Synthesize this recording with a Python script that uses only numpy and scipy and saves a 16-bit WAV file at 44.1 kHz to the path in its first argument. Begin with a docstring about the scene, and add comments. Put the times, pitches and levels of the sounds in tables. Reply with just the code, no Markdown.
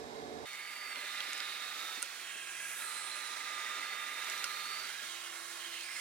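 """Robot vacuum on rug and tile

A low appliance hum gives way abruptly to a robot vacuum driving over a rug and twice out onto tile. Its fan
whines, faster on the rug; turbulent air roars in the ducts, rings the gap under the shell and whistles along
the floor. The exhaust hiss swells and sweeps as the robot turns. The brush motor hums, the bristles flutter,
soft thuds come and go, and grit ticks up the intake."""
import sys
import numpy as np
from scipy import signal
from scipy.fft import rfft, irfft, next_fast_len
from scipy.io import wavfile

SR = 44100
rng = np.random.default_rng(int(sys.argv[2]) if len(sys.argv) > 2 else 0)


def store_wav(level_fs):
    """Save 16-bit WAV to argv[1]."""
    pcm = np.round(np.clip(np.atleast_2d(level_fs), -1, 1) * 32767)
    wavfile.write(sys.argv[1], SR, pcm.T.astype(np.int16))


N = 264688
TIME = np.arange(N) / SR


def from_db(db):
    """Amplitude ratio: tenfold for every 20 dB."""
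    return 10 ** (np.asarray(db) / 20)


def rms_one(x):
    """Normalisation to unit power."""
    return x / np.sqrt(np.mean(np.abs(x) ** 2) + 1e-20)


def in_time(rows):
    """Linear interpolation of each column at every sample."""
    s, *columns = np.transpose(rows)
    return [np.interp(TIME, s, c) for c in columns]


def at_hz(rows, hz):
    """Interpolation of each column on a log-frequency axis."""
    points, *columns = np.transpose(rows)
    return [np.interp(np.log(np.maximum(hz, 1)), np.log(points), c) for c in columns]


def step(at_s, ramp_s):
    """A smooth transition from 0 to 1."""
    return .5 + .5 * np.tanh((TIME - at_s) / ramp_s)


def phase_of(hz):
    """Phase is the time integral of frequency."""
    return 2 * np.pi * np.cumsum(hz + np.zeros(N)) / SR


def delayed(x, lag_samples):
    """Propagation delay over a changing path."""
    return np.array([np.interp(np.arange(N) - lag_samples, np.arange(N), port) for port in x])


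def drift(rate_hz):
    """Low-pass Gaussian noise: a smooth fluctuation of spread 1."""
    stride, settle = 8, 4000
    pole = np.exp(-2 * np.pi * stride * rate_hz / SR)
    white = rng.standard_normal(N // stride + settle + 2)
    slow = signal.lfilter([1], [1, -2 * pole, pole * pole], white)[settle:]
    return np.interp(np.arange(N) / stride, np.arange(len(slow)), rms_one(slow))


def at_ports(right, diffuse, ports, hz):
    """Partial coherence: the left microphone port mixes the right's wave with diffuse sound."""
    balance_db, coherence, lead = at_hz(ports, hz)
    coherence = np.clip(coherence, 0, 1)
    left = coherence * np.exp(1j * lead) * right + np.sqrt(1 - coherence ** 2) * diffuse
    return np.array([from_db(balance_db) * left, right])


def noise(spectrum, ports):
    """Spectrally shaped stereo noise, rms 1 on the right."""
    size = next_fast_len(N, real=True)
    hz = np.arange(size // 2 + 1) * SR / size
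    right, diffuse = rfft(rng.standard_normal((2, size))) * from_db(at_hz(spectrum, hz)[0])
    pair = irfft(at_ports(right, diffuse, ports, hz), size)[:, :N]
    return pair / np.std(pair[1])


def tone(hz, ports, scatter, rate_hz):
    """Multipath fading: reflections make a tone's level and phase wander at each port."""
    balance_db, _, lead = at_hz(ports, np.mean(hz))
    phase = phase_of(hz)
    left, right = [(1 + scatter * drift(rate_hz)) * np.cos(phase + shift + scatter * drift(rate_hz))
                   for shift in (lead, 0)]
    return np.array([from_db(balance_db) * rms_one(left), rms_one(right)])


# echoes off floor and furniture: delay_s, relative_db
REFLECTIONS = [(.0011, -12), (.0029, -11.5), (.0047, -28), (.0083, -9)]

def echoes(x, strength_db, wander=0.0433):
    """Comb filtering by short echoes, whose paths change as robot and listener move."""
    out, power = x.copy(), 1
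    for delay_s, level_db in REFLECTIONS:
        gain = from_db(level_db + strength_db)
        out += gain * delayed(x, delay_s * SR * (1 + wander * drift(.25)))
        power += gain ** 2
    return out / np.sqrt(power)


# motor rumble: frequency_hz, density_db
RUMBLE_SPECTRUM = [(25, -29), (60, -7), (110, -5.5), (190, -4.5), (260, 0), (330, -2.5), (420, 8.5),
                   (520, 2.5), (800, -1), (1250, -8), (2100, -10.5), (2750, -16.5), (3300, -13),
                   (4300, -12.5), (7200, -19), (12500, -33), (14500, -48)]
# motor tones: pitch_hz, level_db
MOTOR_TONES = [(74, -67), (150.7, -62), (243, -56), (293.6, -58), (441.4, -50.5), (570.4, -60), (621, -64),
               (701, -63), (732, -51.5), (823.6, -62), (1109, -68), (1707, -63.5), (2121, -64.5),
               (3828, -66), (3898, -66), (5082, -69), (7154, -70)]
# stereo image: frequency_hz, left_minus_right_db, coherence, left_lead_rad
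APPLIANCE_IMAGE = [(148, -11, 0.6, 2), (298, -6, 1, 0.5), (424, -4.5, 1, 0.7), (750, -9, 0.37, 1.6),
                   (1740, -3, 0.48, 3.5), (2940, -8.5, 0.19, -3), (6700, -13, 0.25, 10),
                   (10850, 0.5, 1, 1.3)]

def appliance():
    """A motor radiates a line spectrum of unsteady tones over a broadband rumble."""
    tones = sum(from_db(level_db) * tone(hz, APPLIANCE_IMAGE, scatter=0.38, rate_hz=13)
                for hz, level_db in MOTOR_TONES)
    return from_db(-44) * echoes(noise(RUMBLE_SPECTRUM, APPLIANCE_IMAGE), strength_db=-8) + tones


# stereo image of room hum and robot: frequency_hz, left_minus_right_db, coherence, left_lead_rad
ROBOT_IMAGE = [(124, -4, 1, 1), (256, 3, 0.8, -1.5), (404, -6, 0.62, 1.5), (770, -9.5, 1, -2.5),
               (920, -22, 0.66, 1.5), (1070, -13.5, 0.5, 1.9), (1190, -9.5, 1, 0.67), (1380, -7.5, 1, 0.88),
               (2250, -6, 0.97, 0.5), (3300, -6.5, 0.82, 1.33), (5200, -8, 0, 0.5), (8840, -9, 0.7, 4.5),
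               (10500, -7.5, 1, 4.5), (12600, -11.5, 0.8, 5), (16100, -7.5, 0.45, 2)]

def room_hum(tile, pitch_hz=151, level_db=-81, tile_rise_db=3):
    """A faint tone with slow multipath fading, stronger toward the tiled side."""
    gain = from_db(level_db + tile_rise_db * tile)
    return gain * tone(pitch_hz, ROBOT_IMAGE, scatter=0.46, rate_hz=0.49)


# robot to listener: time_s, distance_m
RANGE = [(.5, 1.3), (.75, 1.17), (1.22, 0.88), (1.6, 1.02), (1.95, 1.15), (2.22, 1.15), (2.65, 1.58),
         (3.0, 1.22), (3.65, 0.74), (4.35, 0.85), (4.62, 0.98), (4.88, 0.91), (5.08, 1.02), (5.3, 0.93),
         (5.52, 1.01), (5.7, 0.9), (6.0, 1.21)]
# trips onto tile: leave_rug_s, back_on_rug_s, brush_hum_db
TILE_VISITS = [(2.083, 2.7, -78.5), (4.94, 6.005, -66.5)]
# turns that show the exhaust, side brush or rear vents: centre_s, half_length_s, squareness
EXHAUST_VIEWS = [(2.8, 0.49, 0.99), (5.42, 0.47, 0.15), (6.0, 0.08, 0.85)]
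BRUSH_VIEWS = [(1.3, 0.13, 0.1), (1.85, 0.27, 0.95), (4.55, 0.38, 0.8)]
REAR_VIEWS = [(3.05, 0.04, 0.2), (3.62, 0.42, 0.4), (4.76, 0.11, 0.12)]
LEAVE_S, RETURN_S = .07, .05   # the motors ease off and pick up

def drive():
    """Source geometry, or pose: distance, share on tile, and how squarely each side is in view."""
    tile = sum(step(leave_s, LEAVE_S) * (1 - step(back_s, RETURN_S))
               for leave_s, back_s, _ in TILE_VISITS)
    views = [sum(share * np.exp(-((TIME - s) / half_s) ** 2) for s, half_s, share in turns)
             for turns in (EXHAUST_VIEWS, BRUSH_VIEWS, REAR_VIEWS)]
    return in_time(RANGE)[0], tile, *views


def radiated(levels, pose, falloff=1, beam=1):
    """Directivity and spreading loss; a larger beam narrows the exhaust's lobe."""
    rug_db, tile_db, exhaust_db, brush_db, rear_db = levels
    metres, tile, exhaust, brush, rear = pose
    directivity_db = exhaust_db * exhaust ** beam + brush_db * brush + rear_db * rear
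    return from_db(rug_db + tile_db * tile + directivity_db) / metres ** falloff


# soft thuds: start_s, level_db
THUDS = [(0.971, -54.5), (1.035, -55), (1.28, -53.5), (1.345, -56), (1.41, -57), (1.761, -59),
         (1.83, -56.5), (1.975, -53), (2.024, -60), (2.17, -60), (2.355, -56), (3.295, -60), (4.66, -64),
         (5.02, -57), (5.31, -60)]
# their spectrum: frequency_hz, density_db
THUD_SPECTRUM = [(50, -26), (150, -22), (270, 6), (400, 3), (650, 6), (1100, -5), (2500, -34)]
# their stereo image: frequency_hz, left_minus_right_db, coherence, left_lead_rad
THUD_IMAGE = [(200, 7, 0.18, 0), (1000, 0, 0.54, 0)]

def soft_thuds(attack_s=0.0023, decay_s=0.017):
    """Soft, dull, heavily damped thuds, deepest and strongest at the left port."""
    envelope = sum(from_db(level_db) * step(s, attack_s) * np.exp(-np.maximum(TIME - s, 0) / decay_s)
                   for s, level_db in THUDS)
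    return envelope * noise(THUD_SPECTRUM, THUD_IMAGE)


def ring(x, hz, t60_s):
    """A damped mode that radiates no deep bass; a unit impulse rings it at height 1."""
    pole, angle = from_db(-60 / (t60_s * SR)), 2 * np.pi * hz / SR
    numerator = np.array([1, -2, 1]) / (2 * np.tan(angle / 2))
    return signal.lfilter(numerator, [1, -2 * pole * np.cos(angle), pole * pole], x + 1e-18)


# grains hitting the intake: start_s, peak_db, ring_hz, knock_db
GRAINS = [(.5325, -35, 5500, -50), (.9585, -25.5, 2400, -33), (1.2052, -23, 2200, -31),
          (1.3306, -31, 3070, -34), (1.3325, -25.5, 7000, -50), (1.378, -28, 5400, -48),
          (1.4032, -23, 3600, -32.5), (2.0212, -28, 9000, -38), (2.0268, -20, 6100, -43),
          (2.0270, -17.5, 9100, -28), (4.245, -31, 6500, -48), (4.2989, -23, 5200, -36),
          (4.378, -29, 5800, -48), (4.4423, -15.5, 5000, -26), (4.659, -31, 6200, -40),
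          (5.8104, -31, 6000, -57)]
# plastic shell: pitch_hz, gain_db, t60_s
SHELL_MODES = [(318, -30, 0.035), (560, -27, 0.13), (985, -25, 0.14), (1420, -4.5, 0.037),
               (2120, -5, 0.011), (2720, -3, 0.018), (4330, -17, 0.0063)]

def grit(crack_s=.00045, ring_s=0.0014, tail_db=-23, tail_s=0.011, echo_s=.0021, echo_db=-10):
    """Impact excitation: each grain cracks, with a faint scatter and floor echo, and rings the shell."""
    t = TIME[:SR // 16]
    cracks, knocks = np.zeros((2, N + len(t))), np.zeros(N)
    envelope = np.exp(-t / crack_s) + from_db(tail_db) * np.exp(-t / tail_s)
    for start_s, peak_db, hz, knock_db in GRAINS:
        at = round(start_s * SR)
        dull = signal.butter(3, min(1.7 * hz, 10500), fs=SR, output="sos")   # bigger grains are duller
        crack = signal.sosfilt(dull, ring(rng.standard_normal((2, len(t))) * envelope, hz, ring_s))
        cracks[:, at:at + len(t)] += from_db(peak_db) * crack / np.abs(crack).max(axis=1, keepdims=True)
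        knocks[at] = from_db(knock_db)
    cracks += from_db(echo_db) * np.roll(cracks, round(echo_s * SR), axis=1)
    # finite contact time dulls the knock
    knocks = signal.sosfilt(signal.butter(2, 3000, fs=SR, output="sos"), knocks)
    shell = sum(ring(knocks * from_db(gain_db), hz, t60_s) for hz, gain_db, t60_s in SHELL_MODES)
    return (cracks[:, :N] + shell) * from_db([[-7], [0]])


def brush_motor(metres, tile, rug_hz=192.6, tile_hz=169.4, drag=.025, clear_s=0.15):
    """Frictional loading: the pile drags and muffles the brush; clear of the rug it hums steadily."""
    wobble = drag * (1 - tile) * drift(1.2) + 0.0015 * drift(5.9)
    speed_hz = (rug_hz + (tile_hz - rug_hz) * tile) * (1 + wobble)
    hum, overtone = from_db(-77), from_db(-65) / metres
    for leave_s, back_s, hum_db in TILE_VISITS:
        clear = step(leave_s + clear_s, RETURN_S) * (1 - step(back_s - clear_s, RETURN_S))
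        hum = hum + from_db(hum_db) * clear
    return sum(gain * tone(order * speed_hz, ROBOT_IMAGE, scatter=0.2, rate_hz=6.8)
               for order, gain in ((2, hum), (4, overtone)))


def resonance(hz, width_hz):
    """A resonance driven by turbulence gives narrow-band noise about its centre."""
    carrier = np.exp(1j * phase_of(hz))
    right, diffuse = [(drift(width_hz) + 1j * drift(width_hz)) * carrier for _ in range(2)]
    return np.real(at_ports(right, diffuse, ROBOT_IMAGE, np.mean(hz)))


def glide(width_hz, curve, fade_s=.02):
    """A swept resonance fades in, slides in pitch and fades out."""
    hz, level_db = in_time(curve)
    sounding = step(curve[0][0], fade_s) * (1 - step(curve[-1][0], fade_s))
    return sounding * from_db(level_db) * resonance(hz, width_hz)


# gap modes: pitch_hz, width_hz, rug_at_1m_db, then the changes tile_db, exhaust_db, brush_db, rear_db
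GAP_RESONANCES = [(1307, 52, -59.5, -0.5, 4, 11, 16), (1635, 34, -60, 0.5, 2, 5.5, 3),
                  (2007, 59, -52.5, -28, -13, -13, -4)]
# breathy whistles: width_hz, [(time_s, pitch_hz, level_db)]
SEAL_WHISTLES = [(150, [(.45, 4300, -57), (.62, 4530, -53), (.85, 4640, -48.5), (.96, 4350, -52),
                 (1.06, 4020, -49.5), (1.55, 3930, -46.8), (2.0, 3740, -51)]), (50, [(.48, 2210, -53),
                 (.65, 2190, -48), (.9, 2100, -52), (1.2, 1990, -50)]), (400, [(1.12, 4950, -59),
                 (1.35, 5050, -49), (1.45, 4900, -55), (2.1, 4850, -58)]), (260, [(2.26, 2850, -49),
                 (2.55, 2550, -50), (2.85, 2450, -51)]), (180, [(2.74, 3700, -56), (2.87, 4040, -48),
                 (3.12, 4060, -45.5), (3.3, 3920, -49), (3.55, 3760, -52)]), (60, [(3.68, 3900, -58),
                 (3.82, 4150, -54), (3.9, 4370, -48.5), (3.96, 4400, -50.5)]), (170, [(4.04, 3930, -52),
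                 (4.4, 4050, -49), (4.62, 4300, -46), (4.8, 4620, -44.5), (4.92, 4500, -55)]),
                 (70, [(4.72, 1330, -51), (4.86, 1430, -50), (4.96, 1630, -47), (5.08, 1690, -53)]),
                 (45, [(2.3, 1620, -57), (2.65, 1640, -50), (2.9, 1680, -54)]), (70, [(2.76, 1400, -54),
                 (2.9, 1320, -49), (3.1, 1270, -52)]), (130, [(4.95, 4000, -53), (5.05, 3700, -54),
                 (5.14, 3000, -54), (5.32, 2800, -52)]), (210, [(5.58, 3000, -53), (5.7, 3080, -48),
                 (5.82, 3100, -52)]), (170, [(5.72, 2850, -54), (5.82, 2580, -48), (5.89, 2200, -45.5),
                 (6.04, 2000, -48)]), (260, [(5.78, 3850, -52), (5.815, 4050, -48.5), (5.85, 4800, -51),
                 (5.91, 5150, -51), (6.04, 5280, -48)]), (80, [(5.87, 1660, -51), (6.04, 1620, -50)])]

def under_shell(pose):
    """Flow excites the gap's resonances; whistles glide as the intake's seal with the floor changes."""
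    modes = sum(radiated(levels, pose, falloff=0.86) * resonance(hz, width_hz)
                for hz, width_hz, *levels in GAP_RESONANCES)
    whistles = sum(glide(width_hz, curve) for width_hz, curve in SEAL_WHISTLES)
    return signal.sosfilt(signal.butter(2, 500, "high", fs=SR, output="sos"), modes + whistles)


# floor echo as the robot turns by the tile: time_s, notch_hz, echo_gain
FLOOR_NOTCH = [(2.7, 3400, 0), (2.85, 3000, 0.3), (3.0, 2280, 0.22), (3.15, 2000, 0), (4.95, 1600, 0.12),
               (5.2, 2090, 0.35), (5.45, 2420, 0.49), (5.62, 2300, 0.3), (5.8, 1650, 0.27),
               (5.9, 1510, 0.3)]

def off_floor(x):
    """Destructive interference: the floor echo is half a cycle late at the notch."""
    notch_hz, gain = in_time(FLOOR_NOTCH)
    return (x + gain * delayed(x, SR / (2 * notch_hz))) / np.sqrt(1 + gain ** 2)


# notches that slide as the robot turns: width_hz, [(time_s, centre_hz, depth)]
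SLIDING_NOTCHES = [(454, [(5.28, 3550, 0.13), (5.42, 3420, 0.4), (5.55, 3400, 0.5), (5.62, 3500, 0.2)]),
                   (900, [(5.15, 5200, 0.18), (5.45, 4900, 0.45), (5.72, 5400, .45), (5.86, 5700, 0.25)]),
                   (595, [(5.82, 3500, 0), (5.9, 3050, 0.2), (6.0, 2850, 0.2)]), (800, [(2.1, 4900, 0),
                   (2.35, 4670, 0.5), (2.68, 4380, 0.15), (2.8, 4500, 0.2)]), (500, [(2.7, 3500, 0),
                   (2.9, 3100, 0), (3.4, 3000, 0.47), (4.35, 3020, 0.42), (4.8, 3080, 0.2)])]

def notched(x):
    """Interference: reflections partly cancel narrow bands of the rush."""
    for width_hz, curve in SLIDING_NOTCHES:
        hz, depth = in_time(curve)
        carrier = np.exp(1j * phase_of(hz))
        band = signal.sosfiltfilt(signal.butter(1, width_hz / 2, fs=SR, output="sos"), x / carrier)
        x = x - np.clip(depth, 0, 1) * 2 * np.real(band * carrier)
    return x


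# highest treble at the left port: time_s, gain_db
LEFT_TREBLE = [(.6, 0), (1.8, -4), (2.1, 3), (2.5, 7), (3.0, 3), (3.4, 7), (3.85, 3), (4.15, -4),
               (4.65, -6), (4.9, 7), (5.45, 4), (5.8, 9)]

def shadowed(x, edge_hz=12300):
    """Acoustic shadow: the shortest waves reach the left port more or less freely with angle."""
    top = signal.sosfiltfilt(signal.butter(8, edge_hz, "high", fs=SR, output="sos"), x)
    gain = from_db(np.outer([1, 0], in_time(LEFT_TREBLE)[0]))
    return x + top * (gain - 1)


# spectra of the air noise: frequency_hz, density_db
INTAKE_SPECTRUM = [(40, -60), (90, -55), (140, -24), (200, -13), (260, -9), (350, -3), (470, 1.5),
                   (600, 0.5), (780, 4), (1000, 5), (1150, -6), (1500, -46)]
DUCT_SPECTRUM = [(900, -48), (1130, 0), (1280, -6), (1420, 4.5), (1520, -2), (1640, 1.5), (1810, 0.5),
                 (2020, 4.5), (2400, 3), (2800, -1), (3300, 0), (4000, -15.5), (5000, -7.5), (8000, -33)]
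HISS_SPECTRUM = [(2000, -47), (3300, 6), (4000, 11.5), (4700, 7), (6000, 5.5), (7500, 2), (9500, -2),
                 (11500, -23), (14000, -10.5)]
JET_SPECTRUM = [(2500, -25), (5500, -3.5), (7500, 8), (8700, 6), (10300, 6.5), (11500, -2.5), (13000, -22),
                (16000, -38)]
SIZZLE_SPECTRUM = [(8000, -43), (11000, -1.5), (12300, -3.5), (13700, -8), (14700, -3), (15600, -7),
                   (17000, -6.5)]
# its levels: rug_at_1m_db, then the changes tile_db, exhaust_db, brush_db, rear_db
INTAKE_DB = (-55.5, -2.5, 3, 2, 2.5)
DUCT_DB = (-42.5, -1.5, 6.5, 0.5, -5.5)
JET_DB = (-52.5, -0.5, 11, 0.5, -7.5)
SIZZLE_DB = (-54.5, -0.5, 7, 4.5, -10)
# suction hiss: time_s, level_db
HISS_CURVE = [(.5, -50), (.9, -54), (1.1, -45.5), (1.37, -48.5), (1.5, -46.5), (1.95, -44.5), (2.2, -46.5),
              (2.5, -48.5), (2.68, -51), (2.85, -54), (3.25, -44), (3.6, -43.5), (4.0, -47), (4.35, -44),
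              (4.7, -44.5), (5.05, -43), (5.3, -46.5), (5.5, -44), (5.6, -45), (5.75, -43), (6.0, -46)]
# bright peaks as vent or brush sweeps past: width_hz, left_lift_db, [(time_s, centre_hz, level_db)]
HISS_SWEEPS = [(650, -3, [(2.55, 10700, -58), (2.8, 11340, -47.5), (2.98, 10100, -54), (3.2, 9400, -53)]),
               (420, -2, [(2.3, 8520, -56), (2.72, 8700, -56), (2.98, 8170, -50), (3.25, 7900, -68)]),
               (500, 5, [(2.52, 8500, -71), (2.7, 9200, -54), (2.82, 9800, -58), (2.93, 10200, -66)]),
               (500, 14, [(2.68, 4300, -70), (2.88, 4660, -65), (3.08, 5520, -63), (3.22, 5700, -68)]),
               (450, -13, [(2.45, 5870, -59), (2.7, 6100, -51), (2.95, 6060, -60)]),
               (450, 0, [(4.86, 9400, -59), (4.9, 9450, -52), (4.98, 8900, -58)]),
               (500, -6, [(5.3, 10430, -57), (5.5, 9830, -52), (5.75, 9450, -63), (5.96, 8760, -49),
               (6.04, 8700, -49)])]

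def airflow(pose):
    """Turbulence radiates broadband noise from the intake, ducts, bristles and exhaust jet."""
    intake = radiated(INTAKE_DB, pose, falloff=0.98) * noise(INTAKE_SPECTRUM, ROBOT_IMAGE)
    duct = radiated(DUCT_DB, pose, falloff=2.05) * noise(DUCT_SPECTRUM, ROBOT_IMAGE)
    hiss = from_db(in_time(HISS_CURVE)[0]) * noise(HISS_SPECTRUM, ROBOT_IMAGE)
    jet = radiated(JET_DB, pose) * noise(JET_SPECTRUM, ROBOT_IMAGE)
    sizzle = radiated(SIZZLE_DB, pose, beam=6.7) * noise(SIZZLE_SPECTRUM, ROBOT_IMAGE)
    # long waves are combed alike at both ports, short waves differently at each
    low = echoes(intake + off_floor(duct), strength_db=-3)
    high = np.vstack([echoes(port[None], strength_db=2) for port in hiss + jet + sizzle])
    sweeps = sum(from_db([[left_db], [0]]) * glide(width_hz, curve)
                 for width_hz, left_db, curve in HISS_SWEEPS)
    return notched(low + shadowed(high)) + sweeps


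def bristle_flutter(chop_hz=40.1, depth_db=.25, jitter_db=.5):
    """Amplitude modulation: the brush rows chop the air a little."""
    return from_db(depth_db * np.sin(2 * np.pi * chop_hz * TIME) + jitter_db * drift(18))


# whine, waxing and waning as the robot turns: order, [(time_s, level_db)]
FAN_ORDERS = [(1, [(.5, -56), (1.2, -50.5), (1.8, -52), (2.1, -65), (2.6, -63), (2.95, -50.5), (3.7, -45),
              (4.2, -49), (4.8, -46), (5.05, -61), (6.0, -61.5)]), (3, [(.5, -52.5), (.7, -60),
              (1.0, -53.5), (1.15, -49.5), (1.6, -51), (1.92, -47.5), (2.25, -54.5), (2.5, -53), (2.7, -57),
              (3.2, -57), (3.45, -52.5), (3.85, -48), (4.25, -48.5), (4.4, -49), (4.65, -51.5), (5.1, -55),
              (5.4, -64), (5.75, -55), (6.0, -61)]), (7, [(.75, -71), (.9, -56), (1.05, -67), (2.5, -63),
              (2.8, -50), (3.0, -47), (3.25, -61), (3.5, -57), (3.7, -70), (4.0, -60), (4.3, -70),
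              (4.6, -54), (4.85, -68), (5.35, -59), (5.85, -67)]), (8, [(.95, -75), (1.15, -62), (1.5, -64),
              (2.2, -72), (2.38, -55), (2.55, -64), (2.9, -58), (3.25, -54), (3.55, -66), (3.95, -70),
              (4.3, -63), (4.55, -60), (4.85, -64), (5.1, -55), (5.5, -67), (5.93, -53)])]

def fan_whine(tile, rug_hz=1214.8, tile_hz=1066.5, dip_db=-13):
    """Harmonics of the impeller's rotation: fast on the rug, slower on tile, weak and unsteady between."""
    changing = 4 * tile * (1 - tile)
    speed_hz = rug_hz + (tile_hz - rug_hz) * tile
    speed_hz = speed_hz * (1 + .0004 * drift(12)) + 6 * changing * drift(40)
    whine = 0
    for order, curve in FAN_ORDERS:
        harmonic = tone(order * speed_hz, ROBOT_IMAGE, scatter=.2 + .05 * order, rate_hz=18)
        whine += from_db(in_time(curve)[0]) * harmonic
    return from_db(dip_db * changing) * whine


# left port as the listener swings to follow the robot: time_s, gain_db
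LEFT_GAIN = [(.6, 1.5), (1.2, 1), (1.7, 0.5), (2.2, 0), (2.7, 2.5), (3.1, -1.3), (3.8, 0.7), (5.3, 0)]

def scene(robot_in_s=.455, crossfade_s=.004):
    """Superposition: the robot's sources and a faint room hum take over from the appliance."""
    pose = drive()
    metres, tile = pose[:2]
    flutter = bristle_flutter()
    hum = room_hum(tile)
    air = (airflow(pose) + under_shell(pose)) * flutter
    robot = air + fan_whine(tile) + brush_motor(metres, tile) + grit() + soft_thuds() + hum
    robot *= from_db(np.outer([1, 0], in_time(LEFT_GAIN)[0]))
    # so small a body radiates no deep bass
    robot = signal.sosfilt(signal.butter(3, 70, "high", fs=SR, output="sos"), robot)
    robot_in = np.clip((TIME - robot_in_s) / crossfade_s + .5, 0, 1)
    return (1 - robot_in) * appliance() + robot_in * robot


def record(dry, cutoff_hz=15900):
    """Band limiting: a steep low-pass cuts the top."""
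    return signal.sosfilt(signal.ellip(12, .1, 80, cutoff_hz, fs=SR, output="sos"), dry)


dry = scene()
out = record(dry)
store_wav(out)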